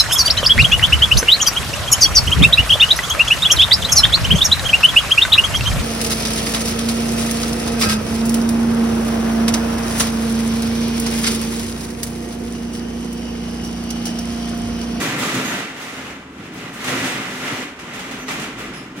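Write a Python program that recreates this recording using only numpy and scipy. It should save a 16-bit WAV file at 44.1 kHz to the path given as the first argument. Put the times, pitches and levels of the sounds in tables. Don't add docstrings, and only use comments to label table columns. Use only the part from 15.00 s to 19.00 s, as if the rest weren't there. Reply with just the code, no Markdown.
import sys
import numpy as np
from scipy import signal
from scipy.fft import rfft, irfft, next_fast_len
from scipy.io import wavfile
from scipy.ndimage import map_coordinates

SR = 44100
rng = np.random.default_rng(int(sys.argv[2]) if len(sys.argv) > 2 else 0)


def master_out(mix):
    frames = np.transpose(np.atleast_2d(mix))
    ceiling = np.clip(frames, -1, 1)
    pcm = np.round(ceiling * 32767).astype(np.int16)
    wavfile.write(sys.argv[1], SR, pcm)


N = 176400

# (t/s, level/dB, scrape offset/dB)
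PUSH_ENVELOPE = [(0.0, -24.5, 1), (0.17, -27.5, -9), (0.22, -25, -2.5), (0.6, -27.5, -7.5),
                 (0.75, -36.5, -22), (0.82, -33.5, -5), (1.1, -35, -11), (1.25, -44, -29), (1.32, -48, -12),
                 (1.46, -39, -13), (1.51, -42.5, -22), (1.57, -37.5, -7), (1.68, -34.5, -15),
                 (1.71, -39.5, -9), (1.84, -31.5, -5), (1.88, -25.5, -5), (1.96, -25.5, -7),
                 (2.07, -26, -4), (2.23, -29.5, -10.5), (2.38, -33, -4.5), (2.48, -26.5, -9),
                 (2.63, -30.5, -7.5), (2.75, -41.5, -25), (2.99, -33.5, -13), (3.23, -36, -10),
                 (3.26, -40.5, -13), (3.29, -31, -6), (3.44, -30.5, -12), (3.56, -38.5, -21),
                 (3.6, -32.5, -9), (3.72, -37.5, -23), (3.75, -34.5, -12), (3.94, -46, -18),
                 (4.0, -37.5, -4)]
# (t/s, level/dB)
RUMBLE_ENVELOPE = [(0.0, -23.5), (0.32, -27.5), (0.37, -21.5), (0.49, -32), (0.53, -26.5), (0.71, -39.5),
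                   (1.06, -35.5), (1.26, -43), (1.6, -32.5), (1.75, -38), (1.85, -36), (1.89, -25.5),
                   (2.07, -27), (2.09, -32.5), (2.19, -29.5), (2.25, -34.5), (2.35, -34), (2.38, -37),
                   (2.53, -29), (2.75, -43), (2.87, -35.5), (3.12, -36), (3.13, -33), (3.17, -38),
                   (3.42, -30), (3.49, -35.5), (3.69, -32), (3.95, -39.5), (3.98, -32), (4.0, -36)]
# (t/s, level/dB, treble tilt/dB per octave)
CLASH_CUES = [(.005, -29, -3), (.185, -30.5, 9), (.222, -26.5, -2), (.34, -28.5, 2.5), (.765, -39.5, 0.5),
              (.815, -37.5, 1), (1.376, -46, -5), (1.533, -46.5, 7), (1.575, -38, -2), (1.732, -41, 6),
              (1.84, -29, 1), (1.875, -25, -0.5), (2.039, -26.5, -0.5), (2.44, -34, -4), (2.79, -35.5, -2),
              (2.934, -33, -0.5), (2.99, -33.5, -0.5), (3.11, -32.5, -1.5), (3.281, -24.5, -3),
              (3.305, -34, 2), (3.395, -33, 1), (3.415, -33, -1), (3.585, -40.5, 5), (3.74, -46, -1),
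              (3.963, -43, 1)]
# (t/s, length/s, f/Hz, level/dB, pitch jitter/ratio, octave level/dB)
SQUEAK_CUES = [(0.445, 0.056, 6500, -34, 0.021, -8), (1.996, 0.12, 8260, -40, .012, -25),
               (3.19, 0.047, 6140, -41.5, .01, -10), (3.736, 0.06, 5250, -44, .04, -5)]
# (t/s, level/dB)
THUMP_CUES = [(.345, -25), (1.389, -30), (1.575, -30), (1.885, -30), (2.509, -29), (3.13, -31.5),
              (3.965, -34)]
# (start/s, end/s, f/Hz, level/dB)
ENGINE_CUES = [(0.898, 1.55, 73, -52.5), (2.943, 3.85, 53.8, -52)]

# (f/Hz, level/dB)
RATTLE_EQ = [(150, -22), (330, -2), (500, -0.5), (900, -2.5), (1350, -0.5), (2100, 1), (3000, -2),
             (4300, -11.5), (7000, -13.5), (15500, -32)]
SCRAPE_EQ = [(1500, -40), (3500, -0.5), (4700, -4), (6300, -3), (8500, -8), (11000, -7.5), (15500, -17)]
CLASH_EQ = [(100, -25), (400, -16), (1000, -6.5), (2100, -4.5), (3300, -8), (4600, -12.5), (6500, -11.5),
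            (10000, -17.5), (15500, -26)]
DRUM_EQ = [(25, -42), (60, -20), (90, -14.5), (122, -1.5), (200, -0.5), (300, -1.5), (380, -6.5),
           (520, -13.5), (1000, -31), (3000, -70)]
THUMP_EQ = [(30, -45), (80, -10), (125, -3.5), (250, -0.5), (400, -17), (1000, -50), (3000, -80)]
STREET_EQ = [(20, -16), (60, 0), (150, -7), (400, -6.5), (1500, -3), (5000, -52), (15000, -65)]
# (f/Hz, width/Hz, level/dB)
SLAT_MODES = [(678, 18, -14), (746, 33, -3.5), (1199, 26, 1.5), (1374, 11, 2), (1756, 20, -1.5),
              (1817, 52, -1.5), (1982, 58, 4.5), (2407, 61, 1), (2789, 28, -8), (3580, 71, -6)]
# (f/Hz, width/Hz, level/dB)
CURTAIN_MODES = [(203, 18.4, -10.5), (253, 10.4, -2.5), (278.7, 31.5, -4), (433.8, 21, -13.5)]

# (f/Hz, T60/s)
SHOP_DECAY = [(150, 0.53), (1000, 0.4), (4000, 0.46), (12000, 0.26)]
# (f/Hz, likeness/ratio: 0 is wide, 1 and above is mono)
STEREO_LIKENESS = [(60, 4.3), (125, 1.9), (250, 1.2), (500, 0.76), (1000, 0.71), (2000, 0.26),
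                   (12000, 0.01)]
# (f/Hz, left minus right/dB)
STEREO_BALANCE = [(200, 0), (1500, -0.39), (4000, -0.64), (8000, -2.5), (12000, -0.39)]

RATTLE_TRIM_DB, SCRAPE_TRIM_DB, CLASH_TRIM_DB, RUMBLE_TRIM_DB = 1.5, -1.5, 3, -2.5
RATTLE_PER_S, SCRAPE_PER_S, CLASH_PER_S = 2000, 1700, 3400
RING_DB, DRONE_DB, STREET_DB = -7, -37, -44.5
DRONE_FOLLOW = 0.77
CLASH_ATTACK_S, CLASH_T60_S = 0.0015, 0.26
SQUEAK_EDGE_S, SQUEAK_FADE_DB = 0.0022, 0.5
THUMP_ATTACK_S, THUMP_T60_S = 0.0098, 0.23
LEFT_LAG_S, HIGH_CUT_HZ = 3.6 / SR, 15800


def rattle():
    taps = shop_reverb(contacts(RATTLE_PER_S, spread_db=3.5), direct_db=-3.5, spots=8)
    chatter = stereo(taps, eq(RATTLE_EQ))
    ring = stereo(contacts(RATTLE_PER_S, spread_db=0), resonances(SLAT_MODES))
    return chatter + amp(RING_DB) * ring


def scrape():
    ticks = shop_reverb(contacts(SCRAPE_PER_S, spread_db=3.5), direct_db=-7.5, spots=8)
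    return stereo(ticks, eq(SCRAPE_EQ))


def clashes():
    out, t = np.zeros((2, N)), np.arange(SR // 2) / SR
    for start, db, tilt_db in CLASH_CUES:
        colour = lambda hz: amp(at_hz(CLASH_EQ, hz) + tilt_db * np.log2(hz / 1000 + 1))
        burst = stereo(contacts(CLASH_PER_S, spread_db=2.5, size=len(t)), colour)
        envelope = hit_envelope(t, CLASH_ATTACK_S, CLASH_T60_S)
        add(out, start, amp(db + CLASH_TRIM_DB) * envelope * burst)
    return shop_reverb(out, direct_db=2.5, spots=1)


def squeaks():
    out = np.zeros((2, N))
    for start, length, hz, db, jitter, octave_db in SQUEAK_CUES:
        t = np.arange(int(length * SR)) / SR
        phase = wavering_phase(hz, len(t), depth=jitter, turns_per_s=890)
        tone = np.sqrt(2) * (np.sin(phase) + amp(octave_db) * np.sin(2 * phase))
        edges = np.minimum(1, np.minimum(t, length - t) / SQUEAK_EDGE_S)
        add(out, start, amp(db - SQUEAK_FADE_DB * t / length) * edges * tone)
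    return shop_reverb(out, direct_db=-1, spots=1)


def rumble():
    level_db, = automation(RUMBLE_ENVELOPE)
    drone = stereo(rng.standard_normal((2, N)), resonances(CURTAIN_MODES))
    drone_db = DRONE_DB + DRONE_FOLLOW * (level_db - level_db.mean())
    return amp(level_db + RUMBLE_TRIM_DB) * noise(DRUM_EQ) + amp(drone_db) * drone


def thumps():
    out, t = np.zeros((2, N)), np.arange(SR // 2) / SR
    envelope = hit_envelope(t, THUMP_ATTACK_S, THUMP_T60_S)
    for start, db in THUMP_CUES:
        add(out, start, amp(db) * envelope * noise(THUMP_EQ, size=len(t)))
    return out


def street():
    out = amp(STREET_DB) * noise(STREET_EQ)
    for start, end, hz, db in ENGINE_CUES:
        size = int((end - start) * SR)
        hum = np.sqrt(2) * np.sin(wavering_phase(hz, size, depth=0.026, turns_per_s=11.5))
        add(out, start, amp(db) * signal.windows.tukey(size, 0.5) * hum)
    return out


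def shop_reverb(x, direct_db, spots):
    spot = rng.integers(spots, size=N)
    wet = sum(signal.fftconvolve(x * (spot == k), shop_tail(), axes=1)[:, :N] for k in range(spots))
    return (amp(direct_db) * x + wet) / np.hypot(1, amp(direct_db))


def shop_tail():
    hz, t, spectrum = signal.stft(rng.standard_normal((2, SR // 2)), SR, nperseg=256)
    decay = amp(-60 * t / at_hz(SHOP_DECAY, hz)[:, None])
    tail = signal.istft(spectrum * decay, SR, nperseg=256)[1]
    return tail / np.linalg.norm(tail[0])


def contacts(per_s, spread_db, size=N):
    hits = rng.random(size) < per_s / SR
    strength = amp(spread_db * np.clip(rng.standard_normal(size), -2, 2))
    return hits * strength * rng.choice([-1, 1], (2, size))


def noise(colour, size=N):
    return stereo(rng.standard_normal((2, size)), eq(colour))


def wavering_phase(hz, size, depth, turns_per_s):
    knots = rng.standard_normal(int(N * turns_per_s / SR) + 4)
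    wander = map_coordinates(knots, [np.arange(size) * turns_per_s / SR])
    return 2 * np.pi * np.cumsum(hz * (1 + depth * wander)) / SR


def hit_envelope(t, attack_s, t60_s):
    return (1 - np.exp(-t / attack_s)) * amp(-60 * t / t60_s)


def automation(table):
    times, *columns = np.transpose(table)
    return [np.interp(np.arange(N) / SR, times, column) for column in columns]


def stereo(pair, colour):
    def response(hz):
        width = np.arccos(np.clip(at_hz(STEREO_LIKENESS, hz), -1, 1)) / 2
        return colour(hz) * np.array([np.cos(width), np.sin(width)])
    mid, side = filtered(pair, response)
    out = np.array([mid + side, mid - side])
    return out / np.sqrt(np.mean(out ** 2) + 1e-20)


def resonances(modes):
    def response(hz):
        total = 0
        for k, (centre, width, db) in enumerate(modes):
            peak = 1j * hz * width / (centre ** 2 - hz ** 2 + 1j * hz * width)
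            total += (-1) ** k * amp(db) / np.sqrt(width) * peak
        return total
    return response


def eq(table):
    return lambda hz: amp(at_hz(table, hz))


def filtered(x, response):
    size = x.shape[-1]
    padded = next_fast_len(size + 8192)
    hz = np.fft.rfftfreq(padded, 1 / SR)
    return irfft(rfft(x, padded) * response(hz), padded)[..., :size]


def at_hz(table, hz):
    freqs, values = np.transpose(table)
    return np.interp(np.log(hz + 1), np.log(freqs + 1), values)


def add(out, start, x):
    first = round(start * SR)
    size = min(x.shape[-1], N - first)
    out[:, first:first + size] += x[..., :size]


def amp(db):
    return 10 ** (np.asarray(db) / 20)


def scene():
    push_db, scrape_db = automation(PUSH_ENVELOPE)
    slats = amp(RATTLE_TRIM_DB) * rattle() + amp(scrape_db + SCRAPE_TRIM_DB) * scrape()
    return amp(push_db) * slats + rumble() + clashes() + thumps() + squeaks() + street()


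def record(dry):
    def response(hz):
        split = np.array([[0.5], [-0.5]])
        balance = amp(at_hz(STEREO_BALANCE, hz) * split)
        delay = np.exp(-2j * np.pi * hz * LEFT_LAG_S * split)
        return balance * delay * (hz < HIGH_CUT_HZ)
    return filtered(dry, response)


dry = scene()
out = record(dry)
master_out(out)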